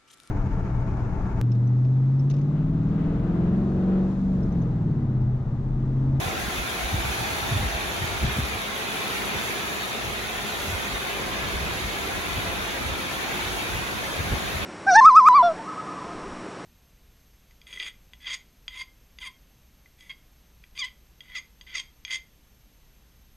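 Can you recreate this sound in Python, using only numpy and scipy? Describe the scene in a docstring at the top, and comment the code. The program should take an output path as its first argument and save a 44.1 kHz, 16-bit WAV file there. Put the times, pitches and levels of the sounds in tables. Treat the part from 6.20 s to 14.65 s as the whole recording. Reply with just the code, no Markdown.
"""Heavy tropical rain on a pond and fields, heard from under the eaves of a veranda.
Countless drops merge into a wash from all sides; nearer ones splash and tinkle into puddles.
The eaves ring, the roof drums softly, and spray hisses on a tree and on wet boards.
A light breeze rumbles on the two-port microphone and buffets it now and then."""
import sys
import numpy as np
from scipy import signal
from scipy.fft import rfft, irfft, next_fast_len
from scipy.io import wavfile
from scipy.ndimage import uniform_filter1d

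SR = 44100
rng = np.random.default_rng(int(sys.argv[2]) if len(sys.argv) > 2 else 0)


def unload_wav(signal):
    """Save mono or channel-first audio to the path in sys.argv[1] as 16-bit WAV at rate SR, clipped to [-1, 1]."""
    wavfile.write(
        sys.argv[1],
        SR,
        np.round(np.clip(np.atleast_2d(signal).T, -1, 1) * 32767).astype(np.int16),
    )


N = 372644
TIME = np.arange(N) / SR


# tone of rain on water and grass: f/Hz, level/dB
WASH_EQ = [(150, -7), (270, -2.5), (350, -1.5), (540, -5.5), (750, -4.5), (1100, -1.5), (1650, -4),
           (2000, -3), (2450, -3.5), (2800, -8.5), (3550, -7.5), (4050, -13), (4900, -15.5), (6400, -20.5),
           (8000, -64)]
def wash(edge_db, flicker_db):
    """The main bed: steady sheets of rain all round, loudest at the two sides."""
    out = 0
    for bearing in np.linspace(-1, 1, num=9):
        sheet = impacts(per_s=9000, spread_db=1) * undb(flicker_db * walk(6) + edge_db * bearing ** 4)
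        out = out + ports(sheet, bearing)
    return colour(out, WASH_EQ)


# tone of splashes in puddles and on the ground: f/Hz, level/dB
SPLASH_EQ = [(700, -2), (1600, -5.5), (2150, 1.5), (2560, -0.5), (2900, -3.5), (3650, -1.5), (4200, -7.5),
             (5500, -21), (8000, -47)]
def splashes(per_s, spread_db, decay_ms, edge_db):
    """Fat drops burst all round, each throwing a short spatter of droplets."""
    tail = np.exp(-TIME[:SR // 20] * 1000 / decay_ms)
    out = 0
    for bearing in np.linspace(-1, 1, num=5):
        power = signal.fftconvolve(impacts(per_s, spread_db) ** 2, tail ** 2)[:N]
        spatter = np.sqrt(np.abs(power)) * rng.standard_normal(N)
        out = out + ports(spatter, bearing) * undb(edge_db * bearing ** 4)
    return colour(out, SPLASH_EQ)


# resonances of the eaves: f/Hz, bandwidth/Hz, relative level/dB
EAVES_MODES = [(249, 53, -8), (370, 10, -1), (718, 99, 2), (1690, 87, -5), (2455, 155, -4.5),
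               (3647, 120, -6)]
# fader ride of the eaves within the rain: t/s, level/dB
EAVES_RIDE = [(0, -7.5), (0.6, -4.5), (1.15, -4.5), (1.7, -6.5), (3.0, -7.5), (4.0, -7), (5.0, -6),
              (8.45, -7.5)]
def eaves(flurry_db, detune, sheets):
    """Drops ring sheets tuned a little apart; each takes its own flurries, so the ring shifts about."""
    out = 0
    for hz, width, db in EAVES_MODES:
        for place in np.linspace(-1, 1, sheets):
            drops = np.array([impacts(per_s=1500, spread_db=2.5) for _ in range(2)])
            mode = signal.iirpeak(hz + detune * width * place, hz / width, fs=SR)
            out = out + signal.lfilter(*mode, drops) * undb(db + flurry_db * walk(14))
    return unit(out) * undb(curves(EAVES_RIDE)[0])


# tone of rain on the roof: f/Hz, level/dB
ROOF_EQ = [(40, -22), (100, -5), (170, 0), (250, 0), (320, -2.5), (420, -2.5), (600, -9), (1200, -25),
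           (6000, -44)]
# fader ride of the roof within the rain: t/s, level/dB
ROOF_RIDE = [(0, -4), (0.35, -9), (0.7, -11), (1.25, -8.5), (1.8, -10), (2.5, -9), (3.0, -7), (3.6, -7),
             (4.3, -7), (5.2, -8), (6.5, -8), (7.5, -8.5), (8.45, -5.5)]
def roof(side_db):
    """Drops on the roof blur into a dull, wide drumming."""
    mid, side = (impacts(per_s=4000, spread_db=4) for _ in range(2))
    return colour(mid_side(mid, side, side_db), ROOF_EQ) * undb(curves(ROOF_RIDE)[0])


# tone of rain on leaves: f/Hz, level/dB
LEAVES_EQ = [(2000, -16), (4500, -7), (5400, -6), (6300, -.5), (7600, 0), (8600, .5), (10000, 0),
             (12000, -1), (12700, -4), (14500, -6), (15500, -3)]
def leaves(bearing, flicker_db):
    """Fine spray on one tree: a bright hiss from a single direction."""
    hiss = colour(impacts(per_s=45000, spread_db=3.5), LEAVES_EQ)
    return ports(hiss * undb(flicker_db * walk(23)), bearing)


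def patter(low_hz, high_hz, cycles, spread_db, pan_db, count):
    """Drips from eaves and leaves tinkle into water, each rising a little in pitch like a small bubble."""
    out = np.zeros((2, N + SR))
    for when, pitch, ring, size, side in rng.random((count, 5)):
        hz = low_hz * (high_hz / low_hz) ** pitch
        life = cycles * (.5 + ring) / hz  # seconds to fade by 60 dB
        age = np.arange(int(life * SR)) / SR
        chirp = np.sin(2 * np.pi * hz * age * (1 + 0.044 * age / life))
        drop = chirp * np.exp(-np.log(1000) * age / life)
        db = -spread_db * np.log(size + 0.19) + pan_db * (side - .5) * np.array([[1], [-1]])
        start = int(when * N)
        out[:, start:start + len(drop)] += drop * undb(db)
    return unit(out[:, :N])


# tone of spray on wet boards: f/Hz, level/dB
BOARDS_EQ = [(3000, 3), (4400, 20), (5100, 7.5), (6100, 17), (7000, 16.5), (8000, -18), (10000, -56)]
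def boards(left_db):
    """Spray sizzles on the boards close by on the right, shaded from the left port."""
    spray = np.array([impacts(per_s=14000, spread_db=2.5) for _ in range(2)])
    return colour(spray, BOARDS_EQ) * undb([[left_db], [0]])


def mottle(x, patchy_db, frame, smoothing):
    """Random level flicker in each narrow band gives the rain a coarse, patchy texture."""
    hz, _, bands = signal.stft(x, SR, nperseg=frame)
    patches = rng.standard_normal(bands.shape[1:])
    for axis in (0, 1):  # across frequency, then time
        patches = uniform_filter1d(patches, smoothing, axis=axis)
    depth_db = patchy_db * np.minimum(hz / 1800, 1)[:, None]  # the low end stays steadier
    gain = undb(depth_db * np.minimum(unit(patches), 1.5))
    gain /= np.sqrt(np.mean(gain ** 2, axis=1, keepdims=True))
    return signal.istft(bands * gain, SR, nperseg=frame)[1][:, :N]


def veranda(x, echo_db, sway_ms, count):
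    """Early reflections off table, roof and wall; their delays drift as the hand-held microphone sways."""
    out = x.copy()
    for ms in rng.uniform(1.96, 22, count):
        then = TIME - (ms + sway_ms * walk(1)) / 1000
        echo = np.array([np.interp(then, TIME, channel) for channel in x])
        out += undb(echo_db) * rng.choice([-1, 1]) * echo
    return out


# wind hits on the microphone: crest t/s, relative level/dB, eddy f/Hz, half length/ms
BUFFET_CUES = [(0.07, -26.5, 71.7, 15.5), (0.28, -32.5, 81.8, 23), (0.392, -35, 68, 22),
               (0.648, -29.5, 54.6, 30), (0.743, -23.5, 70.2, 17), (0.79, -26, 58.3, 24),
               (0.859, -29.5, 67.7, 15), (0.903, -28.5, 62, 19), (1.01, -33.5, 95, 28),
               (1.122, -37, 100.2, 18), (1.327, -22, 87.95, 16), (1.364, -20.5, 96.2, 14.6),
               (1.406, -24.5, 71.9, 20), (1.436, -27, 164.9, 8), (1.458, -26.5, 56, 27),
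               (1.553, -28.5, 60.04, 15), (1.693, -35.5, 72, 22), (1.824, -28, 108, 9.5),
               (1.843, -26, 89.6, 11), (2.043, -19.5, 72, 23.2), (2.088, -28, 99, 20.5),
               (2.125, -32, 68, 17.3), (2.174, -28, 99.6, 11), (2.194, -22.5, 159.7, 11),
               (2.232, -27, 60, 22.5), (2.356, -36, 90.2, 26), (3.159, -34, 85, 16),
               (3.88, -38.5, 95.2, 36), (4.495, -31, 64, 21), (4.546, -29.5, 70, 18.3),
               (4.744, -32.5, 62, 21), (5.355, -30, 59.66, 35), (5.43, -31.5, 74.7, 37),
               (5.512, -34.5, 79.7, 19), (5.565, -36.5, 120, 20.7), (5.65, -32, 69.9, 28),
               (6.178, -31, 65.7, 23), (6.278, -38.5, 80, 20.5), (6.653, -29.5, 54, 18),
               (6.729, -32, 72, 20), (7.269, -34, 68, 17), (7.545, -33, 80, 21), (8.001, -26.5, 83.86, 15),
               (8.068, -30.5, 98.3, 18), (8.12, -23, 52, 18), (8.139, -24.5, 120, 11), (8.165, -33, 62, 11),
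               (8.362, -29.5, 80.2, 20), (8.415, -34, 100, 22)]
def buffets(gain_db, wander, fine_db, fine_speed, side_db):
    """Each puff of air swings the pressure at both ports a few uneven times and sheds finer eddies."""
    power, weighted_hz = np.zeros(N), np.zeros(N)
    for crest, peak_db, hz, half_ms in BUFFET_CUES:
        age = (TIME - crest) * 1000 / half_ms
        puff = (undb(peak_db) * np.exp(-np.minimum(age ** 2, 20))) ** 2
        power += puff
        weighted_hz += puff * hz
    swing_hz = weighted_hz / power * np.exp(wander * walk(260))
    swing = unit(np.sin(2 * np.pi * np.cumsum(swing_hz) / SR))
    mid = swing + undb(fine_db) * turbulence(fine_speed)
    return undb(gain_db) * np.sqrt(power) * mid_side(mid, turbulence(speed=1), side_db)


# fader ride of the breeze: t/s, relative level/dB
BREEZE_RIDE = [(0, -46), (0.2, -41), (0.52, -44), (0.8, -46), (1.15, -41), (1.5, -41), (1.75, -43),
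               (2.15, -42), (2.6, -52.5), (3.5, -50), (3.9, -45), (4.6, -44), (5.2, -46), (5.45, -43),
               (5.75, -42.5), (6.1, -42.5), (6.55, -43.5), (6.9, -48), (7.2, -42), (7.8, -42.5),
               (8.45, -39.5)]
def breeze(side_db, flutter_db):
    """Air over the microphone makes a low, fluttering rumble, partly different at each port."""
    mid, side = turbulence(speed=1), turbulence(speed=0.74)
    db = curves(BREEZE_RIDE)[0] + flutter_db * walk(18)
    return mid_side(mid, side, side_db) * undb(db)


# tone of eddies at the microphone, at speed 1: f/Hz, level/dB
EDDY_EQ = [(20, -23), (35, -9), (48, 4), (62, 2.5), (80, 0), (120, -6), (180, -13), (260, -26), (400, -42),
           (1500, -80)]
def turbulence(speed):
    """Eddy pressure, levelled to an even strength; faster air makes smaller, higher eddies."""
    x = colour(rng.standard_normal(N), [(hz * speed, db) for hz, db in EDDY_EQ])
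    return x / np.sqrt(uniform_filter1d(x ** 2, int(.03 * SR)) + .02)


def impacts(per_s, spread_db):
    """Drop impacts at random moments, many small and a few large."""
    falls = rng.random(N) < per_s / SR
    size = undb(spread_db * np.minimum(rng.exponential(size=N), 5))
    return unit(falls * size * rng.choice([-1, 1], N))


def ports(x, bearing, port_to_port_ms=0.2942):
    """Pan by delay: sound from the left (-1) to the right (1) reaches the nearer port first."""
    taps = np.arange(-24, 25)
    lag = np.clip(bearing, -1, 1) * port_to_port_ms * SR / 2000  # samples, half the trip each way
    window = np.kaiser(len(taps), 2)
    return np.array([np.convolve(x, np.sinc(taps - d) * window, "same") for d in (lag, -lag)])


def mid_side(mid, side, side_db):
    """Mid and side to left and right; side_db sets the width."""
    return mid + undb(side_db) * np.array([side, -side])


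def colour(x, points):
    """EQ through (f/Hz, level/dB) points, rolling off below the first; rms 1."""
    hz, db = np.transpose(points)
    size = next_fast_len(N, real=True)
    freq = np.arange(size // 2 + 1) * SR / size
    gain = undb(np.interp(np.log(freq + 1), np.log(hz), db)) * np.minimum(freq / hz[0], 1) ** 2
    return unit(irfft(rfft(x, size) * gain, size)[..., :N])


def walk(rate_hz):
    """Smooth random modulation; rms 1."""
    step = int(SR / rate_hz)
    held = np.repeat(rng.standard_normal(N // step + 1), step)
    return unit(uniform_filter1d(uniform_filter1d(held, step), step)[:N])


def curves(table):
    """One automation lane for each column after t/s, in straight ramps."""
    times, *columns = np.transpose(table)
    return [np.interp(TIME, times, column) for column in columns]


def undb(db):
    """Decibels to gain."""
    return 10 ** (np.asarray(db) / 20)


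def unit(x):
    """Scale to rms 1."""
    return x / np.sqrt(np.mean(x ** 2))


# fader rides of the downpour: t/s, rain bus level/dB, then splash level/dB and spray level/dB into it
SHOWER_RIDES = [(0, -31, -18, -11.5), (0.65, -31, -8, -11), (1.05, -31, -5, -9.5), (1.5, -31.5, -6, -11),
                (2.0, -30.5, -9, -13), (2.55, -32.5, -3.5, -11.5), (2.95, -30, -5.5, -12),
                (3.3, -31, -5.5, -10.5), (3.9, -33, -3.5, -10.5), (4.4, -32, -4, -10),
                (4.8, -32.5, -2.5, -11), (5.02, -30.5, -10.5, -14), (5.2, -30, -14, -14.5),
                (5.7, -31.5, -7, -11.5), (6.25, -30.5, -7.5, -13.5), (6.8, -31.5, -8, -13),
                (7.2, -31, -4, -11.5), (7.75, -31, -11, -12.5), (8.45, -31.5, -5, -12.5)]
def scene():
    """All rain layers share one bus that follows the strength of the shower; the wind comes on top."""
    rain_db, splash_db, spray_db = curves(SHOWER_RIDES)
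    rain = undb(-1.5) * wash(edge_db=6.5, flicker_db=0.07)
    rain += eaves(flurry_db=2.1, detune=0.46, sheets=2)
    rain += undb(splash_db) * splashes(per_s=380, spread_db=1.0, decay_ms=9, edge_db=2.5)
    spray = undb(3) * leaves(bearing=0.604, flicker_db=0.7) + boards(left_db=-6.5)
    rain += undb(spray_db) * spray
    rain += roof(side_db=-1.5)
    rain += undb(-10) * patter(low_hz=1300, high_hz=3950, cycles=75, spread_db=2.5, pan_db=12, count=3500)
    rain = mottle(rain, patchy_db=2.0, frame=1024, smoothing=3)
    wind = undb(2) * breeze(side_db=-5.5, flutter_db=3)
    wind += buffets(gain_db=0.2, wander=0.33, fine_db=-10.5, fine_speed=2.3, side_db=-13)
    return veranda(rain, echo_db=-21, sway_ms=0.5, count=10) * undb(rain_db) + wind


def record(dry, low_cut_hz=30, high_cut_hz=15750):
    """The recorder cuts the deepest rumble and the very top."""
    dry = signal.sosfilt(signal.butter(3, low_cut_hz, "high", fs=SR, output="sos"), dry)
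    return signal.sosfilt(signal.ellip(10, .2, 80, high_cut_hz, fs=SR, output="sos"), dry)


dry = scene()
out = record(dry)
unload_wav(out)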